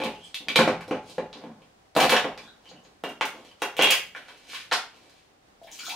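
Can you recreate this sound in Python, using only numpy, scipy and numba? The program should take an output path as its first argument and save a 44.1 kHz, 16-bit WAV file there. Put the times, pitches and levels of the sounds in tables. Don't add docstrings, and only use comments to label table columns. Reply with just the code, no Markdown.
import sys
import numpy as np
from scipy import signal
from scipy.fft import rfft, irfft, next_fast_len
from scipy.io import wavfile
from scipy.ndimage import uniform_filter1d
from numba import njit

SR = 44100
rng = np.random.default_rng(int(sys.argv[2]) if len(sys.argv) > 2 else 0)


def undo_db(level):
    steps = np.asarray(level, float) / 20
    return 10 ** steps


def dump(signal):
    limited = np.clip(np.atleast_2d(signal).T, -1, 1)
    pcm = np.round(limited * 32767).astype(np.int16)
    wavfile.write(sys.argv[1], SR, pcm)


N = 262395
BRIGHT_HZ = 4000


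def shade(x, points, scale=1):
    hz, db = np.transpose(points)
    size = next_fast_len(x.shape[-1])
    f = np.maximum(np.arange(size // 2 + 1) * SR / size, 1)
    gain = undo_db(scale * np.interp(np.log(f), np.log(hz), db))
    return irfft(rfft(x, size) * gain, size)[..., :x.shape[-1]]


def band(x, hz, width):
    high = np.sqrt(hz ** 2 + width ** 2 / 4) + width / 2
    edges = [hz ** 2 / high, min(high, SR * .45)]
    return signal.sosfilt(signal.butter(2, edges, "band", fs=SR, output="sos"), x)


def unit(x):
    return x / np.sqrt(np.mean(x ** 2))


def add(out, s, sound):
    i = int(np.clip(s * SR, 0, N))
    out[i:i + len(sound)] += sound[:N - i]


def smooth_noise(samples):
    steps = np.repeat(rng.standard_normal(N // samples + 1), samples)[:N]
    return uniform_filter1d(steps, samples)


# frequency_hz, level_db per Hz
HUSH = [(15, -39.5), (25, -4.5), (150, -5), (300, -4.5), (760, -8.5), (1260, -13), (5140, -21.5),
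        (16000, -36.5)]
# frequency_hz, side_minus_mid_db
HUSH_SIDE = [(60, -18), (110, -13), (200, -5.5), (380, -3), (700, 2), (2380, 1), (8120, 1.5), (15000, 2)]


def hush():
    mid, side = shade(rng.standard_normal((2, N)), HUSH)
    side = shade(side, HUSH_SIDE)
    level_db = -63 + 0.88 * smooth_noise(4000)
    murmur = np.array([mid + side, mid - side]) * undo_db(level_db) / np.std(mid)
    whine = [unit(band(rng.standard_normal(N), hz=760, width=34)) for _ in range(2)]
    return murmur + undo_db(-71.5) * np.array(whine)


def ring(modes, chance, bright_db):
    hz, db, t60 = np.transpose(modes)[:, :, None]
    t = np.arange(SR // 6) / SR
    jolt = chance[:len(modes), None]
    gain = undo_db(db + 2 * jolt + bright_db * (hz > BRIGHT_HZ))
    sines = np.sin(2 * np.pi * hz * (1 + 0.0052 * jolt[::-1]) * t)
    return np.sum(gain * sines * np.exp(-np.log(1000) * t / t60), axis=0)


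def blow(puff, contact_s):
    t = np.arange(len(puff)) / SR
    shape = np.sqrt((1 - np.exp(-t / (0.064 * contact_s))) * np.exp(-t / contact_s))
    for _ in range(3):
        spectrum = rfft(puff * shape)
        puff = irfft(spectrum / np.abs(spectrum))
    return puff * shape


# frequency_hz, level_db, t60_s
COUNTER_MODES = [(51.6, -16.5, 0.72), (176.8, 0.5, 0.24), (221, -2.5, .2), (270.4, 0.5, 0.11),
                 (393.4, -5, 0.16), (513.5, 0.5, 0.14), (770, -9, 0.12), (858, -5.5, 0.41)]


def contacts(rows, body, clack_hz, octaves_per_db, boom_db):
    out = np.zeros(N)
    noise, chance = rng.standard_normal((40, 4, 2048)), rng.standard_normal((40, 16))
    for (s, clack_db, thud_db, knock_db, edge_db), puffs, luck in zip(rows, noise, chance):
        hard_hz = clack_hz * 2 ** (octaves_per_db * edge_db)
        levels = (clack_db, thud_db, knock_db, clack_db + edge_db)
        parts = [(hard_hz, 0.52 * hard_hz, 0.0017), *body]
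        for db, puff, (hz, width, contact_s) in zip(levels, puffs, parts):
            burst = band(blow(puff, contact_s), hz, width)
            add(out, s, undo_db(db + 0.5) * burst / np.sqrt(np.sum(burst ** 2) / 120))
        add(out, s, undo_db(thud_db + boom_db) * ring(COUNTER_MODES, luck, 0))
    return out


def metal(rows, modes, chatter_db=5.0):
    out = np.zeros(N)
    for (s, db, bright_db), luck in zip(rows, rng.standard_normal((16, 16))):
        add(out, s, undo_db(db - 3.0) * ring(modes, luck, bright_db))
    return out * undo_db(chatter_db * smooth_noise(150))


# start_s, clack_db, thud_db, knock_db, edge_db (bright tick over the clack)
CRANKED = [(.001, -30, -23, -32, -19), (.016, -28, -24, -36, -26), (.037, -25.5, -19.5, -49, -10.5),
           (.06, -27.5, -27, -33, -31), (.344, -23, -55.5, -43.5, -11.5), (.405, -56, -39, -67, -13),
           (.470, -71, -37, -62, 1), (.4845, -19, -30, -29, -18), (.558, -9, -15, -14.5, -12.5),
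           (.588, -36, -6.5, -8.5, -2), (.615, -33, -46, -21, -27), (.675, -34, -11, -16.5, -12),
           (.808, -50.5, -53, -32.5, 2), (.910, -28.5, -14.5, -29.5, -35), (.945, -59, -42.5, -33, -7),
           (1.181, -34, -19, -31.5, -39), (1.355, -60.5, -35, -55.5, -16), (1.415, -51, -37.5, -55, -13),
           (1.438, -46.5, -31, -48, -25), (1.62, -51.5, -69, -67, -22)]
# frequency_hz, width_hz, contact_s
OPENER_BODY = [(340, 526, 0.0086), (1115, 1760, 0.0093), (7100, 9200, 0.0093)]


def cranking():
    return contacts(CRANKED, OPENER_BODY, clack_hz=3700, octaves_per_db=0.022, boom_db=-10)


# frequency_hz, level_db, t60_s
OPENER_MODES = [(1500, -11, .1), (2300, -3, .14), (2410, 3, .12), (2450, 0, .08), (2660, -7, .12),
                (2960, -5, .1), (3730, -6, .12), (4650, -9, .08), (5500, -13, .07), (6180, -15, .06),
                (7800, -18, .05)]
# start_s, level_db, bright_db (extra above the clack range)
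OPENER_RINGS = [
    (.016, -42, -5),
    (.4845, -27, -11),
    (.559, -28, 4),
    (.808, -47.5, 5),
    (2.004, -50, 21),
    (2.165, -61, 4),
    (2.376, -48.5, 3.5),
]


def opener_ringing():
    return metal(OPENER_RINGS, OPENER_MODES)


def grit(rate, spread_db):
    clicks = (rng.random(N) < rate / SR) * rng.standard_normal(N)
    sizes = np.minimum(rng.exponential(size=N), 3.5)
    return unit(clicks * undo_db(spread_db * sizes))


@njit
def sweep(x, hz, sharp):
    y, b, l = np.empty(len(x)), 0., 0.
    for i in range(len(x)):
        g = np.tan(np.pi * hz[i] / SR)
        v = (b + g * (x[i] - l)) / (1 + g * (g + 1 / sharp))
        b, l, y[i] = 2 * v - b, l + 2 * g * v, v / sharp
    return y


# peak_s, length_s, rasp_db, rumble_db, rasp_hz
RUBS = [(.135, 0.27, -46.5, -48, 2870), (.252, 0.1, -38, -56, 3220), (1.095, 0.17, -37.5, -48.5, 3380),
        (1.46, 0.16, -58, -41.5, 2560), (1.6, 0.2, -55, -55, 2600), (2.43, 0.17, -45.5, -47.5, 3180),
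        (2.66, 0.082, -43.5, -50.5, 3000), (2.83, 0.41, -55, -54.5, 2780), (3.37, 0.21, -43.5, -42, 2700),
        (3.455, 0.1, -40, -57, 2450), (3.6, .04, -47, -59, 3100), (4.17, 0.071, -31, -45, 1847),
        (4.3, 0.26, -38, -51, 2100), (4.49, 0.34, -47.5, -54, 2900), (4.545, 0.15, -21.5, -54, 2370),
        (4.96, 0.14, -44.5, -55, 2550), (5.05, 0.12, -48.5, -59, 2690), (5.165, 0.24, -49.5, -80, 2720)]
# start_s, length_s, level_db, pitch_hz
SQUEAKS = [(.136, 0.03, -48.5, 2900), (.204, 0.072, -47.5, 3220), (.233, 0.024, -53, 8000),
           (2.404, 0.085, -53.5, 3480), (2.448, 0.077, -57, 3780), (2.453, 0.043, -53, 1530),
           (2.646, 0.041, -52.5, 2970), (2.676, 0.027, -52, 4470), (2.685, 0.019, -57, 6500),
           (2.752, 0.037, -58, 2870), (2.835, 0.015, -60.5, 6700), (3.48, .059, -65, 2960)]
# start_s, length_s, level_db, pitch_hz
SHUDDERS = [
    (1.438, 0.096, -37.5, 179),
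    (2.698, .08, -44.5, 177),
    (3.022, 0.11, -39.5, 210),
    (3.213, 0.037, -39, 233.7),
]


def rubs():
    t, (rasp, rumble) = np.arange(N) / SR, np.zeros((2, N))
    rise = 0.44
    for peak, length, rasp_db, rumble_db, _ in RUBS:
        away = np.maximum((peak - t) / rise, (t - peak) / (1 - rise)) / length
        stroke = undo_db(-17.5 * away)
        rasp += undo_db(rasp_db) * stroke
        rumble += undo_db(rumble_db) * stroke
    rasp_hz = np.interp(t, *np.transpose(RUBS)[[0, 4]])
    slip = grit(rate=3200.0, spread_db=5.8)
    out = rasp * undo_db(-11.5) * unit(sweep(sweep(slip, rasp_hz, 0.65), rasp_hz, 0.65))
    out += rumble * undo_db(-2.0) * unit(band(slip, 290, 730))
    hiss = rasp * undo_db(-26.5 + 2.5 * np.log2(rasp_hz / BRIGHT_HZ))
    out += hiss * unit(band(slip, 7000, 7000))
    for rows, share in ((SQUEAKS, 0.11), (SHUDDERS, 0.51)):
        for s, length, db, hz in rows:
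            i, size = int(s * SR), int(length * SR)
            squeak = unit(band(slip[i:i + size], hz, share * hz))
            add(out, s, undo_db(db) * np.hanning(size) ** .5 * squeak)
    return out


# start_s, level_db, pitch_hz, t60_s
PINGS = [(.344, -36, 3200, 0.014), (.344, -29.5, 3830, 0.015), (.4845, -23.5, 3200, .012),
         (.4845, -28, 4660, .02), (.911, -16.5, 494, 0.021), (1.183, -18.5, 500, 0.022),
         (1.978, -18.5, 740, 0.025), (1.991, -12, 677, .03), (2.012, -11.5, 760, .03),
         (2.034, -13.5, 800, 0.02), (2.13, -13, 510, 0.09), (3.873, -19, 2770, .02),
         (5.79, -43, 5000, .004), (.4845, -19, 2450, .015), (.557, -25.5, 3800, .01),
         (.560, -9.5, 2290, .03), (.560, -18, 3750, .03), (.562, -27, 5500, 0.022), (.676, -13, 620, .03),
         (.637, -27, 3700, .015), (1.964, -12.5, 700, .03), (1.972, -12.5, 690, .03),
         (1.976, -22, 2750, .015), (2.004, -24.5, 6500, .02), (2.025, -21, 3000, .02),
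         (2.1205, -12.5, 2800, .012), (2.127, -19.5, 10840, .01), (2.14, -42, 10900, .03),
         (2.164, -13, 1700, .03), (2.164, -25, 5480, .03), (3.254, -31, 6000, .01),
         (3.514, -48.5, 3050, .06), (3.514, -53, 4700, 0.018), (3.62, -39.5, 6180, .1),
         (3.62, -43, 8930, .06), (3.62, -40.5, 10230, .06), (3.62, -41.5, 5520, .07),
         (3.62, -35, 3715, .06), (3.768, -45, 7300, .03), (3.822, -23.5, 6600, 0.022),
         (3.826, -26.5, 11200, .025), (3.908, -27.5, 11300, .02), (3.924, -22.5, 5050, 0.024),
         (3.211, -21, 876, 0.076), (3.045, -35, 2820, .15), (3.095, -39, 2787, 0.13),
         (3.33, -45, 879, 0.15), (.344, -36, 2820, .012), (4.155, -36, 1505, 0.013)]


def pings():
    out, t = np.zeros(N), np.arange(SR // 6) / SR
    for s, db, hz, t60 in PINGS:
        add(out, s, undo_db(db) * np.sin(2 * np.pi * hz * t) * np.exp(-np.log(1000) * t / t60))
    return out


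# start_s, clack_db, thud_db, knock_db, edge_db
TAPS = [
    (.879, -45.5, -31, -48, -3),
    (1.329, -35.5, -54, -41.5, -40.5),
    (1.375, -48, -64.5, -45.5, -13.5),
    (1.951, -32.5, -30, -33, -7),
    (2.376, -38, -43.5, -35, -13),
    (2.69, -43.5, -49.5, -67.5, -31),
    (2.85, -51, -57, -51.5, -29),
    (5.096, -51, -74, -53, -7),
]


def taps():
    return contacts(TAPS, OPENER_BODY, clack_hz=4370, octaves_per_db=0.0073, boom_db=-12.5)


# start_s, clack_db, thud_db, knock_db, edge_db
LAID = [(1.964, -22, -7, -21.5, -1.5), (1.983, -30.5, -17, -22, -5), (2.002, -26, -17, -12, 4),
        (2.028, -21, -11, -18, -7.5), (2.042, -26.5, -16.5, -15, -3.5), (2.094, -17.5, -16.5, -12, -2.5),
        (2.121, -27, -10.5, -11, -18), (2.165, -17, -24, -13.5, -20), (2.244, -27.5, -17, -43, -32),
        (2.29, -59, -56, -61, -21), (1.9995, -25, -28.5, -15, -6), (2.099, -25, -34, -27, -11),
        (2.13, -23, -18, -21, -17), (2.141, -22, -26, -18, -32)]
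# frequency_hz, width_hz, contact_s
LAID_BODY = [(565, 580, 0.01), (1260, 2300, 0.0078), (7000, 14000, 0.017)]


def laying_down():
    return contacts(LAID, LAID_BODY, clack_hz=3340, octaves_per_db=0.019, boom_db=-15.0)


# start_s, clack_db, thud_db, knock_db, edge_db
LID = [(2.656, -49, -59.5, -70, -16), (2.714, -56, -40, -45.5, -14), (3.037, -33, -21, -24.5, -7.5),
       (3.09, -48, -62, -34.5, 4), (3.210, -17, -27, -13.5, -22.5), (3.254, -34.5, -45.5, -52, 3),
       (3.514, -54.5, -68, -53, -8.5), (3.619, -38.5, -22, -16.5, 10), (3.767, -28.5, -36, -40.5, -5.5),
       (3.78, -29, -39.5, -36.5, -6.5), (3.791, -15, -11, -13, -31.5), (3.814, -19, -23.5, -29.5, -17),
       (3.835, -17.5, -16, -20, -10.5), (3.852, -26, -24, -24.5, -8.5), (3.873, -25.5, -45.5, -30, -15),
       (3.903, -14, -32.5, -25.5, -11), (3.912, -30.5, -50, -36.5, -9.5), (3.922, -13, -38.5, -21.5, -18.5),
       (3.822, -18.5, -41.5, -32, 0), (3.845, -22, -28.5, -29, -11), (3.9065, -17, -42.5, -30, 4.5)]
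# frequency_hz, width_hz, contact_s
LID_BODY = [(537, 470, 0.0034), (900, 1650, 0.011), (8000, 34000, 0.0039)]
# frequency_hz, level_db, t60_s
LID_MODES = [(880, 3, .16), (2060, -12, .08), (2510, -8, .07), (2775, 2, .11), (2830, -2, .09),
             (3220, -1, .11), (3290, -3, .09), (3715, -15, .06), (5190, -17, .07), (5520, -17, .06),
             (6190, -13, .1), (7350, -21, .07), (8950, -16, .05), (10800, -17, .05)]
# start_s, level_db, bright_db
LID_RINGS = [
    (2.656, -64.5, -8),
    (3.04, -51, -8.5),
    (3.07, -46, -6),
    (3.10, -56, -14),
    (3.14, -59.5, -8),
    (3.211, -49, 1),
    (3.619, -30.5, 1),
]


def lid_lifting():
    struck = contacts(LID, LID_BODY, clack_hz=2710, octaves_per_db=0.0068, boom_db=-17.5)
    return struck + metal(LID_RINGS, LID_MODES)


# start_s, level_db, bright_db
FREE_RINGS = [
    (3.785, -27.5, -17),
    (3.813, -15, -11.5),
    (3.822, -15, -12),
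    (3.833, -11.5, -17.5),
    (3.845, -16, -17.5),
    (3.858, -22, -13.5),
    (3.873, -16, -16.5),
    (3.887, -21, -17.5),
    (3.897, -28, -15),
]


def free_lid():
    damped = np.multiply(LID_MODES[1:], (1, 1, 0.7))
    return metal(FREE_RINGS, damped, chatter_db=0.5)


# frequency_hz, level_db, t60_s
BENT_MODES = [(1980, -5.5, .04), (2440, -6, 0.039), (2540, 0, .04), (2826, -3.5, .04), (3273, -6, .04),
              (4180, -14, .04), (4590, -13, .03), (5020, -16.5, .025), (6430, -10.5, .04),
              (6930, -12, 0.044), (11280, -15.5, .03)]
# start_s, level_db, bright_db
BENT_RINGS = [
    (3.903, -21, -4),
    (3.9065, -17.5, 0.5),
    (3.915, -13.5, -6.5),
    (3.922, -17.5, -2.5),
    (3.94, -29, -9),
    (3.955, -30, -8),
    (3.97, -28, -8),
]


def bent_lid():
    return metal(BENT_RINGS, BENT_MODES, chatter_db=4.5)


def reverberate(x, room):
    return signal.fftconvolve(x[None], room, axes=1)[:, :N]


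# start_s, clack_db, thud_db, knock_db, edge_db
KNOCKS = [
    (4.149, -30.5, -46, -34, -34),
    (4.159, -48, -67, -42, -34.5),
    (4.283, -46, -45.5, -36.5, -10),
    (4.532, -33, -62, -33.5, -37),
    (4.713, -25, -54.5, -18, -14.5),
    (4.719, -40, -34.5, -10, -7.5),
    (4.726, -16, -27, -32, -10.5),
]
# frequency_hz, width_hz, contact_s
KNOCK_BODY = [(497, 910, 0.0094), (1140, 1370, 0.0053), (7040, 7000, 0.016)]
# time_s, left_minus_right_db
KNOCK_PANS = [
    (4.15, 0),
    (4.53, -3.5),
    (4.72, 0),
]


def knocks(room):
    struck = contacts(KNOCKS, KNOCK_BODY, clack_hz=5570, octaves_per_db=0.05, boom_db=-17.0)
    lean_db = np.interp(np.arange(N) / SR, *np.transpose(KNOCK_PANS)) * np.array([[.5], [-.5]])
    return reverberate(struck, room) * undo_db(lean_db)


def bubble(hz, glide, cycles):
    t = np.arange(1400) / SR
    sine = np.sin(2 * np.pi * hz * t * (1 + glide * t))
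    return sine * np.minimum(t * hz / 1.24, 1) * np.exp(-t * hz / cycles)


# time_s, flow_db
POUR = [
    (5.59, -68),
    (5.634, -23),
    (5.688, -33),
    (5.732, -9),
    (5.85, -10),
    (5.875, -5.5),
    (5.91, -0.5),
    (5.95, -19),
]
# start_s, level_db, pitch_hz
SPLASHES = [(5.636, -55.5, 3220), (5.64, -57.5, 4700), (5.673, -49.5, 1910), (5.671, -50.5, 3200),
            (5.716, -42.5, 5770), (5.76, -59, 4130), (5.789, -39.5, 2870), (5.79, -40.5, 5770),
            (5.838, -38.5, 6350), (5.853, -34.5, 3700), (5.866, -35, 6000), (5.892, -33.5, 2950),
            (5.894, -32, 4170), (5.915, -49, 3120), (5.93, -40, 4720), (5.71, -51, 3400),
            (5.729, -51, 7500), (5.802, -48, 4300), (5.882, -40, 5800)]
# start_s, level_db, pitch_hz
GLUGS = [(5.615, -36, 650), (5.645, -41, 650), (5.659, -52, 573), (5.674, -42, 820), (5.718, -51, 920),
         (5.79, -42, 1310), (5.805, -36.5, 1390), (5.833, -31.5, 1390), (5.867, -28.5, 1290),
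         (5.881, -31.5, 706), (5.899, -36.5, 772), (5.923, -30, 862), (5.939, -34.5, 903), (5.63, -48, 636),
         (5.69, -51, 844), (5.911, -35, 826)]


def brine():
    t = np.arange(N) / SR
    flow_db, on = np.interp(t, *np.transpose(POUR)), t > POUR[0][0]
    fizz = unit(band(grit(rate=2000., spread_db=7.0), 3400, 4400))
    spray = unit(band(grit(rate=4000., spread_db=1.2), 9500, 10000))
    drum = unit(band(rng.standard_normal(N), 210, 310))
    out = on * undo_db(-44.5 + flow_db) * fizz
    out += on * undo_db(-49 + 0.85 * flow_db) * spray
    out += on * undo_db(-58.5 + 0.45 * flow_db) * drum
    for (s, db, hz), drops in zip(SPLASHES, rng.standard_normal((20, 10, 3))):
        add(out, s, undo_db(db + 11.5) * np.array([1, -.6]))
        for k, (late, pitch, size) in enumerate(drops):
            drop = bubble(hz * (1 + .14 * pitch), glide=11.0, cycles=9.4)
            add(out, s + k * 0.0021 * (1 + .3 * late), undo_db(db + 4.3 * size - 0.83 * k) * drop)
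    for (s, db, hz), pitch in zip(GLUGS, rng.standard_normal(20)):
        add(out, s, undo_db(db - 0.5) * bubble(hz, glide=2.1, cycles=3.2))
        echo = bubble(hz * (1 + .06 * pitch), glide=1.9, cycles=14.0)
        add(out, s + 0.0085, undo_db(db - 10.0) * echo)
    return out


def sink(room):
    water = brine()
    return (undo_db(2.5) * reverberate(water, room) + undo_db(-12) * water) * undo_db(np.array([[1.5], [-.5]]))


# frequency_hz, t60_s
ROOM_T60 = [(60, 1), (130, 0.25), (260, 0.25), (700, 0.3), (2000, 0.31), (5000, 0.29), (13000, 0.23)]
# frequency_hz, side_minus_mid_db
PORT_SIDE = [(60, -34.5), (125, -66), (250, -34), (500, -18.5), (1000, -10), (2000, -6.5), (4000, -1),
             (12000, 2.5)]


def kitchen():
    t, build_s = np.arange(SR) / SR, 0.0025
    hz, t60 = np.transpose(ROOM_T60)
    tail = 0
    for centre in 40 * 2. ** np.arange(9):
        quick_db = -60 * t / np.interp(np.log(centre), np.log(hz), t60)
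        slow_db = -41 - 60 * t / 1.3
        noise = band(rng.standard_normal((2, SR)), centre, centre * .71)
        tail = tail + noise * (undo_db(quick_db) + undo_db(slow_db))
    mid, side = tail * (1 - np.exp(-t / build_s)) * undo_db(-3.5) / np.sqrt(np.sum(tail[0] ** 2))
    side = shade(side, PORT_SIDE) * np.minimum(t / build_s, 1)
    mid[0] += .42
    return np.array([mid + side, mid - side])


def near(x, db):
    return undo_db(db) * np.array([np.roll(x, shift=1), x])


def scene():
    room = kitchen()
    murmur = hush()
    opener = cranking() + opener_ringing() + taps() + laying_down()
    lid = lid_lifting()
    loose, parts = free_lid() + bent_lid(), pings()
    heard = reverberate(opener + lid + rubs(), room) + knocks(room) + sink(room)
    heard += undo_db(-1.5) * reverberate(loose + parts, kitchen())
    heard += near(loose, -7.5) + near(parts, -3.5) + near(opener + lid, -21.5)
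    bass_cut = signal.butter(2, 216, "high", fs=SR, output="sos")
    return signal.sosfilt(bass_cut, heard) + murmur


@njit
def follow(x, attack, release):
    e, out = 1e-6, np.empty(len(x))
    for i in range(len(x)):
        e += (x[i] - e) * (attack if x[i] > e else release)
        out[i] = e
    return out


# frequency_hz, left_minus_right_db
PORT_LEAN = [(500, 0), (2000, -0.9), (5000, 0), (9000, -3.5), (15000, -4)]
# frequency_hz, level_db
MIC = [(9000, 1), (13000, -2.5), (15700, 1), (16300, -40)]


def top_cut(x):
    return signal.sosfilt(signal.butter(12, 15950, fs=SR, output="sos"), x)


def record(dry):
    ports = [shade(dry[0], PORT_LEAN, scale=.5), shade(dry[1], PORT_LEAN, scale=-.5)]
    x = shade(np.array(ports), MIC)
    attack_s, release_s, limit_db, ratio = 0.0061, 0.027, -9, 2
    level = follow(np.abs(x).max(axis=0), 1 / (attack_s * SR), 1 / (release_s * SR))
    x = x * np.minimum(undo_db(limit_db) / level, 1) ** (1 - 1 / ratio)
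    x = np.tanh(1.042 * x) / 1.156
    return top_cut(x)


dry = scene()
out = record(dry)
dump(out)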